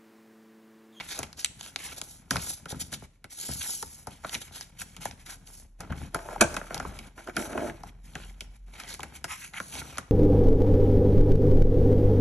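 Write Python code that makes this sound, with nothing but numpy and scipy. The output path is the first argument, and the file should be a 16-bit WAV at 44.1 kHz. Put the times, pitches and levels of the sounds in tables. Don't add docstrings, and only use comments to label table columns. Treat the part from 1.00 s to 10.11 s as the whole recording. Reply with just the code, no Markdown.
import sys
import numpy as np
from scipy import signal
from scipy.fft import rfft, irfft, next_fast_len
from scipy.io import wavfile
from scipy.ndimage import map_coordinates

SR = 44100
rng = np.random.default_rng(int(sys.argv[2]) if len(sys.argv) > 2 else 0)


def digitize_waveform(pressure):
    field = np.atleast_2d(pressure).T
    bounded = np.clip(field, -1, 1)
    quanta = np.round(bounded * 32767).astype(np.int16)
    wavfile.write(sys.argv[1], SR, quanta)


N = 401751
TIME = np.arange(N) / SR
HIT_SIZE = 8192


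def from_db(db):
    return 10 ** (np.asarray(db) / 20)


def rms_one(x):
    return x / np.sqrt(np.mean(x ** 2) + 1e-20)


def unit_hit(x):
    return x * np.sqrt(SR / 100 / (np.sum(x ** 2) + 1e-20))


def gain_at(points, hz):
    f, db = np.transpose(points)
    return from_db(np.interp(np.log(hz + 1), np.log(f), db))


def colour(x, points):
    size = next_fast_len(len(x))
    hz = np.fft.rfftfreq(size, 1 / SR)
    ends = [(points[0][0] / 2, points[0][1] - 20), *points, (points[-1][0] * 2, points[-1][1] - 10)]
    skirts = np.minimum(hz / ends[0][0], 1) ** 2 * np.minimum(ends[-1][0] / (hz + 1), 1) ** 2
    return irfft(rfft(x, size) * gain_at(ends, hz) * skirts, size)[:len(x)]


def band(x, low_hz, high_hz):
    sos = signal.butter(2, [low_hz, min(high_hz, SR / 2 - 500)], "band", fs=SR, output="sos")
    return signal.sosfilt(sos, x + 1e-18 * (np.arange(len(x)) % 3))


def drift(per_s):
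    points = rng.standard_normal(8192)
    return rms_one(np.interp(TIME * per_s, np.arange(len(points)), points))


def add(out, s, hit):
    start = int(s * SR)
    out[start:start + len(hit)] += hit[:N - start]


def glide(x, octaves):
    speed = 2 ** (octaves * np.linspace(-.5, .5, len(x)))
    return np.interp(np.cumsum(speed) % len(x), np.arange(len(x)), x)


def swell(start, length):
    end = start + length
    grip_s = .0063 + .15 * length
    times = [start - grip_s, start, start + .62 * length, end, end + .019, end + .12]
    span = slice(max(int(times[0] * SR), 0), int(times[-1] * SR))
    return span, from_db(np.interp(TIME[span], times, [-48, -7, 0, -8.5, -17.5, -42]))


def friction(per_s, spread_db, smooth, clump_db):
    sizes = from_db(spread_db * np.minimum(rng.exponential(1, N), 4)) * rng.standard_normal(N)
    slips = rms_one(sizes * (rng.random(N) < per_s / SR))
    return (slips + smooth * rng.standard_normal(N)) * from_db(clump_db * drift(170))


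def burst(decay_s):
    t = TIME[:HIT_SIZE]
    return rng.choice([-1, 1], HIT_SIZE) * np.exp(-np.minimum(t / decay_s, 20)) * (1 - np.exp(-t * 5000))


def bend(x, lag_s):
    hz = np.fft.rfftfreq(HIT_SIZE, 1 / SR)
    delay = lag_s * np.maximum(np.sqrt(1000 / (hz + 100)) - 1 / 3, 0)
    return irfft(rfft(x) * np.exp(-2j * np.pi * np.cumsum(delay) * hz[1]))


def ring(force, hz, fade_s):
    r, w = np.exp(-np.log(1000) / (fade_s * SR)), 2 * np.pi * hz / SR
    return signal.lfilter([0, np.sin(w)], [1, -2 * r * np.cos(w), r * r], force + 1e-18)


def held_sheet(force, hz, cycles):
    notes = hz * np.array([.72, 1, 1.42]) * from_db(rng.normal(0, 1.0, 3))
    return sum(sign * ring(force, f, cycles / f) for sign, f in zip([.6, -1, .8], notes))


def rasp(slips, hz):
    broad = rms_one(band(slips, hz / 2.1, hz * 1.9))
    return rms_one(broad + .4 * rms_one(held_sheet(slips, hz, cycles=14)))


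# f/Hz, relative level/dB
ROOM_NOISE_TONE = [(32, -13.5), (65, 1), (170, 0.5), (400, -16.5), (1300, -24.5), (12000, -39.5)]
def room_noise():
    return from_db(-68.5) * rms_one(colour(rng.standard_normal(N), ROOM_NOISE_TONE))


# t/s, level/dB
HUM_LEVELS = [(0.0, -64.5), (3.0, -64.5), (5.4, -49.5), (5.85, -48), (6.2, -55.5), (7.6, -45.5),
              (8.25, -66), (9.1, -61)]
def hum(hz):
    tone = np.sin(2 * np.pi * np.cumsum(hz + 3 * drift(1.8)) / SR)
    rumble = rms_one(band(rng.standard_normal(N), 40, 43))
    return from_db(np.interp(TIME, *np.transpose(HUM_LEVELS))) * rms_one(tone + .27 * rumble)


def room_echo(x, tail_db, near_db, fade_s):
    t = TIME[:SR // 2]
    left, right, shared = rng.standard_normal((3, len(t)))
    heard = []
    for own in (left, right):
        near = band(own, 580, 6200) * np.exp(-t / .0017) * (t > .001)
        wash = .7 * band(shared, 150, 450) + band(own, 450, 8500)
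        tail = wash * np.exp(-np.log(1000) * t / fade_s) * (t > .006)
        echoes = from_db(near_db) * near / np.linalg.norm(near)
        echoes += from_db(tail_db) * tail / np.linalg.norm(tail)
        heard.append(signal.fftconvolve(x, echoes)[:N])
    return np.array(heard)


# start t/s, end t/s
QUIET_SPANS = [(2.058, 2.37), (3.7, 3.71), (4.66, 4.78), (6.08, 6.15), (6.902, 7.03), (7.568, 7.66)]
def quiet_gain(hush_db=-15.5, fade_s=.015):
    hushed = sum(np.clip(np.minimum(TIME - a, b + fade_s - TIME) / fade_s, 0, 1) for a, b in QUIET_SPANS)
    return from_db(hush_db * hushed)


def fidget(surface, edge):
    return quiet_gain() * from_db(-66.5 + 5.5 * drift(25)) * (surface + .9 * rasp(edge, hz=1830))


# f/Hz, relative level/dB
FLEX_TONE = [(150, -17.5), (300, 1.5), (550, -3.5), (850, -4.5), (1500, -7.5)]
def sheet_flex():
    return rms_one(colour(friction(per_s=660, spread_db=2, smooth=1, clump_db=3.5), FLEX_TONE))


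# f/Hz, relative level/dB
FLAP_TONE = [(35, -45), (65, 10), (100, 0), (140, 3), (240, -2), (400, -18.5), (900, -44.5)]
# t/s, length/s, flap level/dB, flex level/dB
HAND_PRESSES = [(0.183, 0.033, -46, -26), (1.307, 0.073, -31, -33.5), (1.722, 0.1, -37, -54),
                (1.923, 0.082, -40.5, -56), (2.485, 0.05, -35, -42), (3.077, 0.024, -50, -65),
                (3.974, 0.14, -52, -66), (4.799, 0.088, -41, -39.5), (4.896, 0.084, -34.5, -39),
                (5.002, 0.086, -39, -52.5), (5.4, 0.13, -35.5, -34.5), (5.718, 0.37, -44.5, -42.5),
                (6.366, 0.61, -48, -51), (7.147, 0.047, -44, -40.5), (8.006, 0.16, -50, -49.5),
                (8.742, 0.28, -49, -48.5)]
def presses(flex, rise_s=.01):
    flap_gain, flex_gain = from_db([[-57.5], [-66.5]]) * quiet_gain()
    for start, length, flap_db, flex_db in HAND_PRESSES:
        span = slice(max(int(start * SR), 0), int((start + length + .5) * SR))
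        t = np.maximum(TIME[span] - start, 0)
        flap_fall_db = 12 * np.minimum(t / length, 1) + 171.5 * np.clip(t - length, 0, 1)
        rise = np.minimum(t / rise_s, 1)
        flap_gain[span] += rise * from_db(flap_db - flap_fall_db)
        flex_gain[span] += rise * from_db(flex_db - 1.64 * flap_fall_db)
    flap = rms_one(colour(friction(per_s=200, spread_db=2.5, smooth=1.3, clump_db=3), FLAP_TONE))
    return flap_gain * flap + flex_gain * flex


# t/s, level/dB
FINGER_THUDS = [(.195, -45), (.761, -49), (1.018, -45.5), (1.657, -43), (1.723, -38), (1.927, -45),
                (2.021, -43.5), (2.242, -48), (2.488, -42.5), (3.071, -39.5), (3.508, -52), (8.032, -41.5)]
def thuds():
    out = np.zeros(N)
    for s, db in FINGER_THUDS:
        push = band(signal.unit_impulse(HIT_SIZE) + .036 * burst(.019), 105, 1600)
        dull = signal.sosfilt(signal.butter(1, 330, fs=SR, output="sos"), push)
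        add(out, s, from_db(db) * unit_hit(bend(dull, lag_s=.00506)))
    return out


# t/s, level/dB, centre f/Hz
CREASE_SNAPS = [(0.329, -47, 3480), (.446, -22.5, 8450), (.459, -37, 6980), (.61, -40.5, 3120),
                (0.662, -46, 2600), (0.7603, -30.5, 2370), (1.015, -34, 3840), (1.367, -32, 3580),
                (3.294, -40, 2780), (3.344, -34, 2200), (3.61, -39, 4070), (3.808, -46, 3000),
                (4.111, -44.5, 1800), (4.473, -53, 4500), (5.778, -40.5, 4940), (7.8, -42, 3560),
                (7.836, -47.5, 1690), (8.005, -43.5, 2420), (8.536, -49, 2140), (8.753, -42, 3000),
                (8.973, -42, 1590)]
def snaps():
    out = np.zeros(N)
    for s, db, hz in CREASE_SNAPS:
        flip = burst(.00064) + .051 * burst(.0075)
        crack = band(band(flip, hz / 3.64, hz * 3.9), 250, 7100)
        add(out, s, from_db(db) * unit_hit(bend(crack, lag_s=.001)))
    return out


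def touch(knock_db, hz, sharp_db):
    tick = unit_hit(band(burst(.00035) + .064 * burst(.0092), 4700, 10070))
    contact = burst(.00086) + .19 * burst(.0077)
    knock = unit_hit(band(contact, hz / 2.2, hz * 2)) + .7 * unit_hit(held_sheet(contact, hz, cycles=6))
    knock = band(knock, 200, hz * max(4 + .095 * sharp_db, 1.3))
    return from_db(knock_db) * (from_db(sharp_db) * tick + unit_hit(bend(knock, lag_s=.002504)))


# t/s, knock level/dB, knock f/Hz, tick level over the knock/dB
EDGE_TAPS = [(0.191, -38.5, 647, 5.5), (.231, -37.5, 1930, -0.5), (1.309, -27, 1170, 1),
             (1.358, -28.5, 1030, -8), (1.657, -43.5, 1200, -7), (1.723, -47, 890, -18),
             (1.928, -42, 1560, 1.5), (2.243, -46, 1340, -4), (2.827, -37, 720, 2), (3.071, -38.5, 590, -5),
             (3.2461, -33.5, 1050, -40), (3.35, -31.5, 1730, -4), (3.817, -41, 1430, -5),
             (3.966, -47, 1900, 0), (4.055, -31, 1090, -3.5), (4.806, -46, 1080, 3.5),
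             (4.923, -37.5, 1040, -17), (5.146, -28.5, 980, -7.5), (5.287, -37, 940, -35),
             (5.36, -34, 620, -20), (5.543, -44.5, 1007, 5), (5.566, -29, 1230, -8),
             (5.614, -38, 1020, -43), (5.707, -35.5, 1100, -29), (5.745, -38, 1340, 3.5),
             (5.8, -31.5, 1006, -11.5), (5.85, -34, 890, -27), (5.99, -43, 1890, -3),
             (6.274, -41, 1060, -12.5), (6.367, -27.5, 1160, -6.5), (6.576, -31.5, 785, -25),
             (6.835, -40.5, 692, -11.5), (7.154, -36.5, 1070, -8), (7.408, -39.5, 2120, -2),
             (7.994, -39, 705, -11), (8.032, -38.5, 1470, -2.5), (8.243, -34, 1180, -0.5),
             (8.6015, -32, 1010, -13), (8.816, -41.5, 970, -20), (8.983, -31, 1005, -4.5)]
def taps():
    out = np.zeros(N)
    for s, knock_db, hz, sharp_db in EDGE_TAPS:
        wood = from_db(knock_db - 14) * unit_hit(band(burst(.015), 200, 640))
        thud_db = -45 + .88 * (knock_db + 36.5)
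        thud = from_db(thud_db) * unit_hit(band(burst(.018), 65, 280))
        add(out, s - .0006, touch(knock_db, hz, sharp_db) + bend(wood + thud, lag_s=.001988))
    return out


# f/Hz, relative level/dB, time to fall 60 dB/s
BINDER_NOTES = [(222, -1, 0.076), (342.6, 0.5, 0.052), (496, -5.5, 0.055), (595, 0.5, 0.05),
                (693, -1.5, 0.05), (870, 2, 0.03), (1160, -7.5, 0.022), (1566, 5, 0.034),
                (2300, -7.5, 0.033), (2480, 2.5, 0.013)]
def binder(force, stretch=1):
    notes = sum((-1) ** k * from_db(db) * ring(force, hz * stretch, fade_s)
                for k, (hz, db, fade_s) in enumerate(BINDER_NOTES))
    flop = from_db(-7) * rms_one(band(force, 200, 1500))
    return rms_one(notes) + flop


def judder(per_s=105):
    count = np.cumsum(per_s * np.exp(.35 * drift(150))) / SR
    jerks = np.diff(np.floor(count), prepend=0) * from_db(2.5 * drift(200))
    rub = rms_one(friction(per_s=350, spread_db=1.5, smooth=.6, clump_db=1.5))
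    return (rms_one(jerks) + .6 * rub) * from_db(2.5 * drift(70))


# t/s, length/s, drag level/dB, drag f/Hz
BINDER_SHOVES = [(5.144, 0.025, -33.5, 500), (5.183, 0.24, -44, 586), (5.434, 0.16, -41, 510),
                 (5.572, 0.39, -51, 484), (6.175, 0.039, -45.5, 358), (6.27, 0.032, -39.5, 355),
                 (6.365, 0.049, -31, 252), (6.418, 0.073, -38.5, 382), (6.496, 0.052, -34.5, 352),
                 (6.55, 0.072, -30, 385), (6.618, 0.09, -31, 390)]
def shoves(surface, edge, scrape_hz=1100, crackles_per_s=16):
    out = np.zeros(N)
    jerks = judder()
    grit = edge + .29 * jerks
    for start, length, db, hz in BINDER_SHOVES:
        span, gain = swell(start, length)
        harder_db = db + 42
        rings = binder(jerks[span], stretch=2 ** rng.uniform(-.05, .05))
        drag = from_db(db) * rms_one(band(rings, hz / 1.65, hz * 1.93))
        scrape = from_db(-49 + .35 * harder_db) * rasp(grit[span], scrape_hz)
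        hiss = from_db(-54.5 + .22 * harder_db) * surface[span]
        out[span] += gain * (drag + scrape + hiss)
        for when, size, pitch in rng.uniform(-1, 1, (round(crackles_per_s * length), 3)):
            crackle = touch(-46 + .35 * harder_db - 5 * size, scrape_hz * 2 ** (pitch / 2), sharp_db=-17)
            add(out, start + length * (1 + when) / 2, crackle)
    return out


# t/s, ring level/dB, crack level/dB
COVER_CONTACTS = [(5.4088, -15.5, -18), (5.4108, -19.5, -18), (5.4132, -16, -38), (5.4226, -26, -27),
                  (5.438, -26.5, -36.5)]
def slap():
    out = np.zeros(N)
    for s, ring_db, crack_db in COVER_CONTACTS:
        blow = signal.unit_impulse(HIT_SIZE) + .17 * burst(.0054)
        boom = unit_hit(bend(binder(blow), lag_s=.00308))
        bright = band(burst(.0043) + .12 * burst(.02), 6100, 9300)
        crack = unit_hit(bright + .75 * band(burst(.003), 930, 5200))
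        add(out, s, from_db(ring_db) * boom + from_db(crack_db) * crack)
    return out


def card_rasp(slips, hz):
    return rms_one(band(rasp(slips, hz), hz / 2.16, hz * 1.7))


def slip_off(edge, start_s, length_s):
    out = np.zeros(N)
    span = slice(int(start_s * SR), int((start_s + length_s) * SR))
    loose = edge * from_db(7 * drift(90))
    rub = glide(card_rasp(loose[span], hz=1540), octaves=-2.1)
    out[span] = rub * signal.windows.tukey(len(rub), .2) * from_db(np.linspace(-40.5, -50.5, len(rub)))
    return out


# t/s, length/s, rasp level/dB, rasp f/Hz, hiss level/dB
CARD_PUSHES = [(8.282, 0.073, -35.5, 1740, -42), (8.38, 0.1, -46, 2070, -45.5),
               (8.536, 0.056, -36, 1680, -47)]
def pocket(surface, edge):
    out = np.zeros(N)
    for start, length, db, hz, hiss_db in CARD_PUSHES:
        span, gain = swell(start, length)
        scrape = from_db(db) * np.sqrt(gain) * card_rasp(edge[span], hz)
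        out[span] += gain * (scrape + from_db(hiss_db) * surface[span])
    return out


def desk_bounce(x, strength=.45):
    delay_s = .0007 * 2 ** (.5 * drift(2))
    echo = map_coordinates(x, [np.arange(N) - delay_s * SR], order=3)
    return (x + strength * echo) / np.hypot(1, strength)


# f/Hz, relative level/dB
HISS_TONE = [(1500, -33.5), (3000, -3.5), (4500, -0.5), (6200, 5), (8500, 5), (11000, 1)]
def rub_textures():
    shared = .5 * friction(per_s=300, spread_db=-.5, smooth=1, clump_db=-3.5)
    fine = friction(per_s=6600, spread_db=2, smooth=1, clump_db=2)
    coarse = friction(per_s=2100, spread_db=1.5, smooth=1, clump_db=3.5)
    return desk_bounce(rms_one(colour(fine + shared, HISS_TONE))), rms_one(coarse + shared)


# t/s, length/s, rasp level/dB, rasp f/Hz, hiss level over the rasp/dB
PAPER_STROKES = [(0, 0.021, -36.5, 2060, -17), (0.084, 0.11, -40.5, 3150, -0.5),
                 (0.373, 0.07, -43, 3700, -0.5), (0.594, 0.1, -48, 2250, 2.5), (0.789, 0.12, -43, 1900, 1),
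                 (0.912, 0.025, -44.5, 1910, 2.5), (0.97, 0.021, -48.5, 3030, 2),
                 (1.016, 0.16, -66, 3020, 16), (1.308, 0.13, -46, 2260, 3.5),
                 (1.42, 0.041, -52.5, 3780, 10.5), (1.467, 0.074, -44, 3780, 10),
                 (1.686, 0.036, -43, 3600, 6), (1.799, 0.027, -39, 3840, 6.5), (1.921, 0.037, -46, 3040, 4),
                 (2.302, 0.051, -51, 3600, 6.5), (2.377, 0.19, -47, 3320, 11), (2.554, 0.26, -50, 4570, 16),
                 (2.805, 0.23, -72.5, 4500, 22.5), (3.107, 0.033, -48.5, 2230, -1.5),
                 (3.238, 0.017, -43.5, 980, -22), (3.267, 0.11, -47.5, 1610, 5),
                 (3.406, 0.023, -46.5, 2770, 3), (3.523, 0.1, -48, 2740, 2.5),
                 (3.791, 0.04, -45, 2660, 7.5), (4.008, 0.071, -46, 1950, 0), (4.262, 0.081, -50, 1960, 3),
                 (4.466, 0.16, -67.5, 4470, 18), (4.954, 0.11, -50.5, 2020, -1.5),
                 (6.381, 0.096, -55, 2600, 12.5), (7.134, 0.13, -52.5, 1860, -9),
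                 (7.732, 0.15, -48, 1470, -8), (7.877, 0.065, -40, 3100, -1.5),
                 (8.607, 0.15, -59, 2380, 9.5), (8.724, 0.1, -42.5, 1840, 2),
                 (8.837, 0.17, -51.5, 1740, -3.5)]
def paper(surface, edge, flex, steady_s=.1):
    out = np.zeros(N)
    pressure = from_db(2.8 * drift(50))
    catches = friction(per_s=80, spread_db=1.5, smooth=0, clump_db=1)
    crinkles = rms_one(band(signal.oaconvolve(catches, burst(.00061))[:N], 1200, 6500))
    glides = rng.uniform(-.5, .5, len(PAPER_STROKES))
    for (start, length, db, hz, hiss_db), octaves in zip(PAPER_STROKES, glides):
        span, gain = swell(start, length)
        hiss = rms_one(signal.lfilter([1, -np.tanh(.019 * hiss_db)], [1], surface[span]))
        sheet = glide(rasp(edge[span], hz), octaves)
        sheet += from_db(-10) * crinkles[span] + from_db(-11) * flex[span]
        wobble = pressure[span] ** min(steady_s / length, 1)
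        out[span] += from_db(db) * gain * wobble * (sheet + from_db(hiss_db) * hiss)
    return out


def scene():
    surface, edge = rub_textures()
    flex = sheet_flex()
    desk = paper(surface, edge, flex) + pocket(surface, edge) + slip_off(edge, start_s=2.6, length_s=.11)
    desk += fidget(surface, edge) + shoves(surface, edge)
    desk += presses(flex) + taps() + thuds() + snaps() + slap()
    background = room_noise() + hum(hz=41.3)
    return desk + background + room_echo(desk, tail_db=-18.5, near_db=-12, fade_s=.42)


# f/Hz, phase/radians
LEFT_LEAD = [(0, 0), (1700, .05), (2700, .75), (4000, .75), (4570, 1.7), (5250, 5.2), (5700, 6.1),
             (8610, 9.2), (9500, 9.6), (11900, 12.4)]
# f/Hz, level/dB
MIC_TONE = [(9000, 0), (11000, 7.5), (12000, -4), (13000, -14.5), (14000, -24.5), (15800, -31.5)]
def record(dry, cutoff_hz=15900):
    size = next_fast_len(N + HIT_SIZE)
    hz = np.fft.rfftfreq(size, 1 / SR)
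    lead = np.interp(hz, *np.transpose(LEFT_LEAD))
    shift = np.exp(.5j * lead * np.array([[1], [-1]]))
    heard = irfft(rfft(dry, size) * gain_at(MIC_TONE, hz) * shift, size)[:, :N]
    return signal.sosfilt(signal.ellip(10, .1, 80, cutoff_hz, fs=SR, output="sos"), heard)


dry = scene()
out = record(dry)
digitize_waveform(out)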